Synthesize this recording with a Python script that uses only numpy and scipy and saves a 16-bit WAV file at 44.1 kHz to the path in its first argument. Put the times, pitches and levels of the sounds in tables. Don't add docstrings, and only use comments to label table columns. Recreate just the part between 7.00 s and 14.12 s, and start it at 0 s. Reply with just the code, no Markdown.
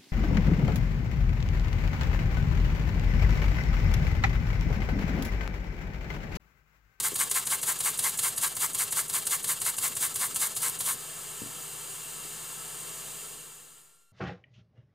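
import sys
import numpy as np
from scipy import signal
from scipy.fft import rfft, irfft
from scipy.io import wavfile
from scipy.ndimage import uniform_filter1d

SR = 44100
rng = np.random.default_rng(int(sys.argv[2]) if len(sys.argv) > 2 else 0)


def volts_from_db(level):
    exponent = np.asarray(level, float) / 20
    return 10 ** exponent


def file_out(sig):
    cols = np.atleast_2d(sig).T
    lim = np.clip(cols, -1, 1)
    pcm = np.round(lim * 32767).astype(np.int16)
    wavfile.write(sys.argv[1], SR, pcm)


N = 313992
T = np.arange(N) / SR
F = np.fft.rfftfreq(N, 1 / SR)

TURN_S = [0.003, 0.16, .315, 0.472, .633, 0.807, .993, 1.192, 1.38, 1.569, 1.75, 1.926, 2.099, 2.271, 2.445,
          2.618, 2.785, 2.969, 3.16, 3.362, 3.568, 3.807]
FIRST_TURN_S, LAST_TURN_S = 0.18, 0.24
STALL_ANGLE = 0.6927
LEAD_S = 0.017
PUFF_ANGLE = 0.35
# time_s, level_db
PRESSURE = [(0, 1.14), (2.5, 0.6), (3.9, -1.5)]
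SPIT_FOLLOWS, CYLINDER_FOLLOWS = 0.87, 0.49
SPIT_SCATTER_DB, PUFF_SCATTER_DB, THUMP_SCATTER_DB, THUMP_DB = 1.35, 0.4, 1, 1

PORT_CRACKS, SPIT = (0.9065, 0.01, 840, 76), (0.995, 0.0083, 490, 157)
EXHAUST, BLOWDOWN = (0.22, 0.12, 117, 54), (0.27, 0.13, 360, 88)
PORT_SHUTS = (0.43, 0.1, 83, 330)
FILLING, RETURN = (0.061, 0.73, 200, 44), (0.736, 0.026, 85, 89)
CORE = (.35, 0.046, 113, 100)
# (jet_db, gap_db, cylinder_db, leak_db, edge_db)
FLOW = [
    (PORT_CRACKS, (-31.5, -61, -61, -49, -56)),
    (SPIT, (-26, -33.5, -43, -31, -50)),
    (EXHAUST, (-27.5, -37.5, -55, -37.5, -40)),
    (BLOWDOWN, (-34.5, -42, -37.5, -35.5, -50)),
    (CORE, (-37, -42, -35.5, -39, -56)),
    (PORT_SHUTS, (-31, -45.5, -49, -52, -37)),
    (FILLING, (-63, -46.5, -70, -42, -62)),
    (RETURN, (-62, -65, -53, -36.5, -60)),
]
# jet_db, gap_db, cylinder_db, leak_db, edge_db
SHUT = (-50, -70, -66, -49.5, -66)

# pitch_hz, level_db
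JET = [(4500, -42), (5800, -14.5), (6800, -6.5), (7600, -3.5), (9000, -0.5), (10400, -2.5), (11600, -4),
       (13000, -13), (14500, -20.5), (16200, -23)]
# pitch_hz, level_db
GAP = [(600, -3.5), (1500, -15.5), (2400, -10.5), (3200, 0), (4400, 3), (5500, -2), (8000, -3),
       (11000, -6.5), (12600, -4.5), (13400, -2.5), (15000, 0), (16500, -22)]
# pitch_hz, level_db
LEAK = [(410, -53), (700, -8.5), (885, -10), (1340, -6.5), (1470, -14), (1640, -11.5), (2370, -12.5),
        (2850, -8), (3070, -9.5), (4840, -8), (5550, -13.5), (6920, -2), (8640, 0), (10700, -6),
        (13300, -9)]
# pitch_hz, width_hz, level_db
CYLINDER = [(830, 200, -7.5), (1078, 290, 2.5), (1386, 320, -0.5), (1628, 200, 1), (2066, 435, 1.5),
            (2500, 350, -8), (2900, 400, -9)]
# pitch_hz, width_hz, level_db
SEAT = [(1280, 540, 2.9), (1630, 120, 4.9), (2780, 160, 4.5), (3150, 90, 5.5), (7040, 220, 3),
        (8800, 500, 2.5), (13400, 500, -3)]
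EDGE_HZ, EDGE_WIDTH_HZ = 12400, 2300
WHINE_HZ, WHINE_DB = 14300, -14
# crank_angle_turns, level_db
THUMPS = [
    (0, -44),
    (.53, -49.5),
    (.3, -53.5),
]
# pitch_hz, level_db, decay_s (to -60 dB)
BASE = [(88, -12, 0.037), (119, 5.5, 0.091)]

# pitch_hz, level_db
MOTOR = [(50, -43), (85, -12.5), (150, -7.5), (204, -6.5), (318, -6), (403, -2), (491, -2.5), (585, -8),
         (655, -10.5), (875, -13.5), (1000, -17), (1300, -38), (2200, -120)]
MOTOR_DB = -54
# pitch_hz, level_db, wobble_db
HUM = [(49.7, -67, 2), (120, -65.5, 2.5), (149.8, -59.5, 0.4), (162, -62.5, 2), (215.2, -68.5, 2),
       (393, -64.5, 0), (423.6, -63.5, -0.3), (492, -65.5, 0), (652, -65, 3.5)]

# start_s, level_db
TAPS = [
    (.119, -39),
    (.131, -40),
    (5.25, -48),
]
# pitch_hz, level_db, decay_s (to -60 dB)
TRAY = [(325, -3, .06), (384, 6, .06), (447, -2.5, .05)]
# start_s, level_db, dullness_0_to_1
KNOCKS = [
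    (4.4181, -30.5, 0.44),
    (4.435, -39, 0.76),
    (4.46, -39, 0.7),
]
# pitch_hz, level_db, decay_s (to -60 dB)
BENCH = [(120, -15, 0.1), (220, -5.5, 0.16), (250, -9, 0.11), (283, -5.5, 0.12), (340, -9, 0.1),
         (385, -7, 0.058), (457, -6, 0.055)]

# time_s, level_db
FADE = [(6.0, -2.5), (6.2, -3), (6.4, -7), (6.6, -11.5), (6.8, -17), (7.0, -26.5), (7.12, -36)]
# low_hz, high_hz, treble_level_db
TOP_BANDS = [(14500, 15150, -56.5), (15150, 15730, -33.5)]
# pitch_hz, level_db
BUZZ = [(1378.125, -76), (2756.25, -82), (4134.375, -85), (5512.5, -88), (6890.625, -85)]
OFFSET = -0.0005


def unit(x):
    return x / np.sqrt(np.mean(x ** 2))


def shape(points):
    hz, db = np.transpose(points)
    octave = np.log2(F + 1)
    outside = np.maximum(np.log2(hz[0]) - octave, 0) + np.maximum(octave - np.log2(hz[-1]), 0)
    return volts_from_db(np.interp(octave, np.log2(hz), db) - 11 * outside)


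def resonance(hz, width_hz):
    return 1 / np.sqrt(1 + ((F ** 2 - hz ** 2) / (F * width_hz + 1e-9)) ** 2)


def hiss(gain):
    return unit(irfft(rfft(rng.standard_normal(N)) * gain, N))


def flutter(rate_hz):
    return hiss(1 / (1 + (F / rate_hz) ** 2))


def below(x, hz):
    return signal.sosfiltfilt(signal.ellip(12, 0.1, 45, hz, fs=SR, output="sos"), x)


def ring(times, gains, modes, push_s):
    blows = np.zeros(N)
    np.add.at(blows, np.clip((np.asarray(times) * SR).astype(int), 0, N - 1), gains)
    t = T[:SR // 3]
    body = 0
    for hz, db, t60 in modes:
        body = body + volts_from_db(db) * np.sin(2 * np.pi * hz * t) * np.exp(-np.log(1000) * t / t60)
    push = t * np.exp(-t / push_s)
    sound = signal.fftconvolve(blows, body)[:N]
    sound = signal.fftconvolve(sound, push / push.sum())[:N]
    return signal.sosfilt(signal.butter(4, 90, "high", fs=SR, output="sos"), sound)


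def shaft():
    top_s = np.array(TURN_S)
    count = np.arange(len(top_s))
    stall_s = top_s[-1] + STALL_ANGLE * LAST_TURN_S
    marks_s = np.r_[top_s[0] - FIRST_TURN_S, np.c_[top_s - LEAD_S, top_s].ravel(), stall_s]
    crack_and_top = count[:, None] + [PORT_CRACKS[0] - 1, 0]
    turns = np.r_[-1, crack_and_top.ravel(), count[-1] + STALL_ANGLE]
    return marks_s, turns


def ports(crank):
    power = volts_from_db(np.array(SHUT))[:, None] ** 2
    for (opens, hold, rise_db, fall_db), flow_db in FLOW:
        since = (crank - opens - hold / 2 + 0.5) % 1 - 0.5
        opening_db = rise_db * np.maximum(-since - hold / 2, 0)
        closing_db = fall_db * np.maximum(since - hold / 2, 0)
        power = power + volts_from_db(2 * (np.array(flow_db)[:, None] - opening_db - closing_db))
    return np.sqrt(power)


def efforts(crank):
    count = np.arange(len(TURN_S))
    pressure_db = np.interp(TURN_S, *np.transpose(PRESSURE))
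    chance = rng.standard_normal((3, len(count)))
    spit_db = SPIT_FOLLOWS * pressure_db + SPIT_SCATTER_DB * chance[0]
    puff_db = pressure_db + PUFF_SCATTER_DB * chance[1]
    cylinder_db = CYLINDER_FOLLOWS * pressure_db + PUFF_SCATTER_DB * chance[2]
    spit_then_puff = np.c_[count, count + PUFF_ANGLE].ravel()
    effort_db = np.interp(crank, spit_then_puff, np.c_[spit_db, puff_db].ravel())
    return effort_db, np.interp(crank, count + PUFF_ANGLE, cylinder_db)


def port_air(jet_port, gap_port, edge_port, effort_db, eddies):
    jet = jet_port * volts_from_db(effort_db + 0.32 * flutter(40)) * eddies * hiss(shape(JET))
    gap = gap_port * volts_from_db(effort_db + 0.39 * flutter(40)) * eddies * hiss(shape(GAP))
    rim = hiss(1 / (1 + ((F - EDGE_HZ) / EDGE_WIDTH_HZ) ** 4))
    edge = edge_port * volts_from_db(0.5 * effort_db) * eddies * rim
    return jet + gap + edge


def cylinder_puff(port, effort_db, cylinder_db, eddies):
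    hollow = np.sqrt(sum((volts_from_db(db) * resonance(hz, width) ** 2) ** 2 for hz, width, db in CYLINDER))
    cavity = port * volts_from_db(cylinder_db + flutter(60)) * eddies * hiss(hollow)
    dull = irfft(rfft(cavity) * resonance(1060, 1200), N)
    return dull + np.clip(0.3 + 0.3 * effort_db, 0, 1) * (cavity - dull)


def leak_hiss(port, effort_db):
    seat = np.prod([1 + (volts_from_db(db) - 1) * resonance(hz, width) ** 2 for hz, width, db in SEAT], axis=0)
    whine = hiss(1 / (1 + ((F - WHINE_HZ) / 850) ** 6))
    seep = hiss(shape(LEAK) * seat) + volts_from_db(WHINE_DB) * whine
    return port * volts_from_db(0.87 * effort_db + 0.26 * flutter(18)) * seep


def base_thumps(marks_s, turns):
    count = np.arange(len(TURN_S))
    thump_db = THUMP_DB + THUMP_SCATTER_DB * rng.standard_normal(len(count))
    sound = np.zeros(N)
    for angle, db in THUMPS:
        reached = len(count) - (angle > STALL_ANGLE)
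        times = np.interp(count + angle, turns, marks_s)
        sound += ring(times[:reached], volts_from_db(db + thump_db)[:reached], BASE, 0.0015)
    return sound


def shaft_rumble(stall_s):
    colour = shape([(75, -6), (110, -6), (250, 1), (350, -7.5), (550, -9.5), (800, -17)])
    return volts_from_db(-58.5 + 2 * flutter(25)) * (T < stall_s) * hiss(colour)


def engine():
    marks_s, turns = shaft()
    stall_s = marks_s[-1]
    crank = np.interp(T, marks_s, turns)
    jet_port, gap_port, cylinder_port, leak_port, edge_port = ports(crank)
    effort_db, cylinder_db = efforts(crank)
    eddies = volts_from_db(1.4 * flutter(300))
    air = port_air(jet_port, gap_port, edge_port, effort_db, eddies)
    air = air + cylinder_puff(cylinder_port, effort_db, cylinder_db, eddies)
    moving = np.clip((stall_s - T) / 0.021, 0.12, 1)
    leak = leak_hiss(leak_port, effort_db)
    return moving * air + leak + base_thumps(marks_s, turns) + shaft_rumble(stall_s)


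def camcorder():
    out = volts_from_db(MOTOR_DB + flutter(12)) * np.array([hiss(shape(MOTOR)), hiss(shape(MOTOR))])
    for hz, db, wobble_db in HUM:
        phase = 2 * np.pi * hz * T + 0.29 * wobble_db * flutter(0.65)
        lag = np.array([[0], [rng.uniform(0, min(hz / 180, 1.5))]])
        out = out + np.sqrt(2) * volts_from_db(db + wobble_db * flutter(4.9)) * np.sin(phase + lag)
    return out


def taps():
    start_s, db = np.transpose(TAPS)
    return ring(start_s, volts_from_db(db), TRAY, 0.00023)


def knocks():
    sound = np.zeros(N)
    for start_s, db, dull in KNOCKS:
        sound += ring([start_s], [volts_from_db(db)], BENCH, 0.0001 + 0.00044 * dull)
    return sound


def room(near):
    t = T[:SR // 5]
    tails = rng.standard_normal((2, len(t))) * np.exp(-np.log(1000) * t / 0.071) * (t > 0.001)
    tails = tails / np.sqrt(np.sum(tails ** 2, axis=1, keepdims=True))
    echoes = signal.fftconvolve(near[None], tails, axes=1)[:, :N]
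    walls = shape([(60, -14), (500, -6), (1000, -4.5), (2500, -6.5), (8000, -23), (11000, -6.5), (16000, -11)])
    return irfft(rfft(echoes) * walls, N)


def scene():
    near = engine() + taps() + knocks()
    return near + room(near) + camcorder()


def capsules(dry):
    rise = 1j * F / 3000
    lift = (rise + volts_from_db(4)) / (rise + 1)
    thin = (rise + volts_from_db(-11)) / (rise + 1) * volts_from_db(1)
    thin = thin * (1 - 0.34 * resonance(11260, 1800) ** 2)
    return irfft(rfft(dry) * np.array([lift, lift * thin]), N)


def gated_top(x):
    treble = uniform_filter1d(np.diff(x[0], prepend=0) ** 2, size=1500)
    out = below(x, TOP_BANDS[0][0])
    for low_hz, high_hz, db in TOP_BANDS:
        gate = 1.0 * (treble > volts_from_db(db) ** 2)
        gate = uniform_filter1d(uniform_filter1d(gate, size=400), size=400)
        out = out + gate * (below(x, high_hz) - below(x, low_hz))
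    return out


def steady_tones():
    return sum(np.sqrt(2) * volts_from_db(db) * np.sin(2 * np.pi * hz * T) for hz, db in BUZZ) + OFFSET


def roll_off(x):
    return signal.sosfilt(signal.butter(12, 16220, fs=SR, output="sos"), x)


def record(dry):
    faded = capsules(dry) * volts_from_db(np.interp(T, *np.transpose(FADE)))
    mix = gated_top(faded) + steady_tones()
    return roll_off(mix)


dry = scene()
out = record(dry)
file_out(out)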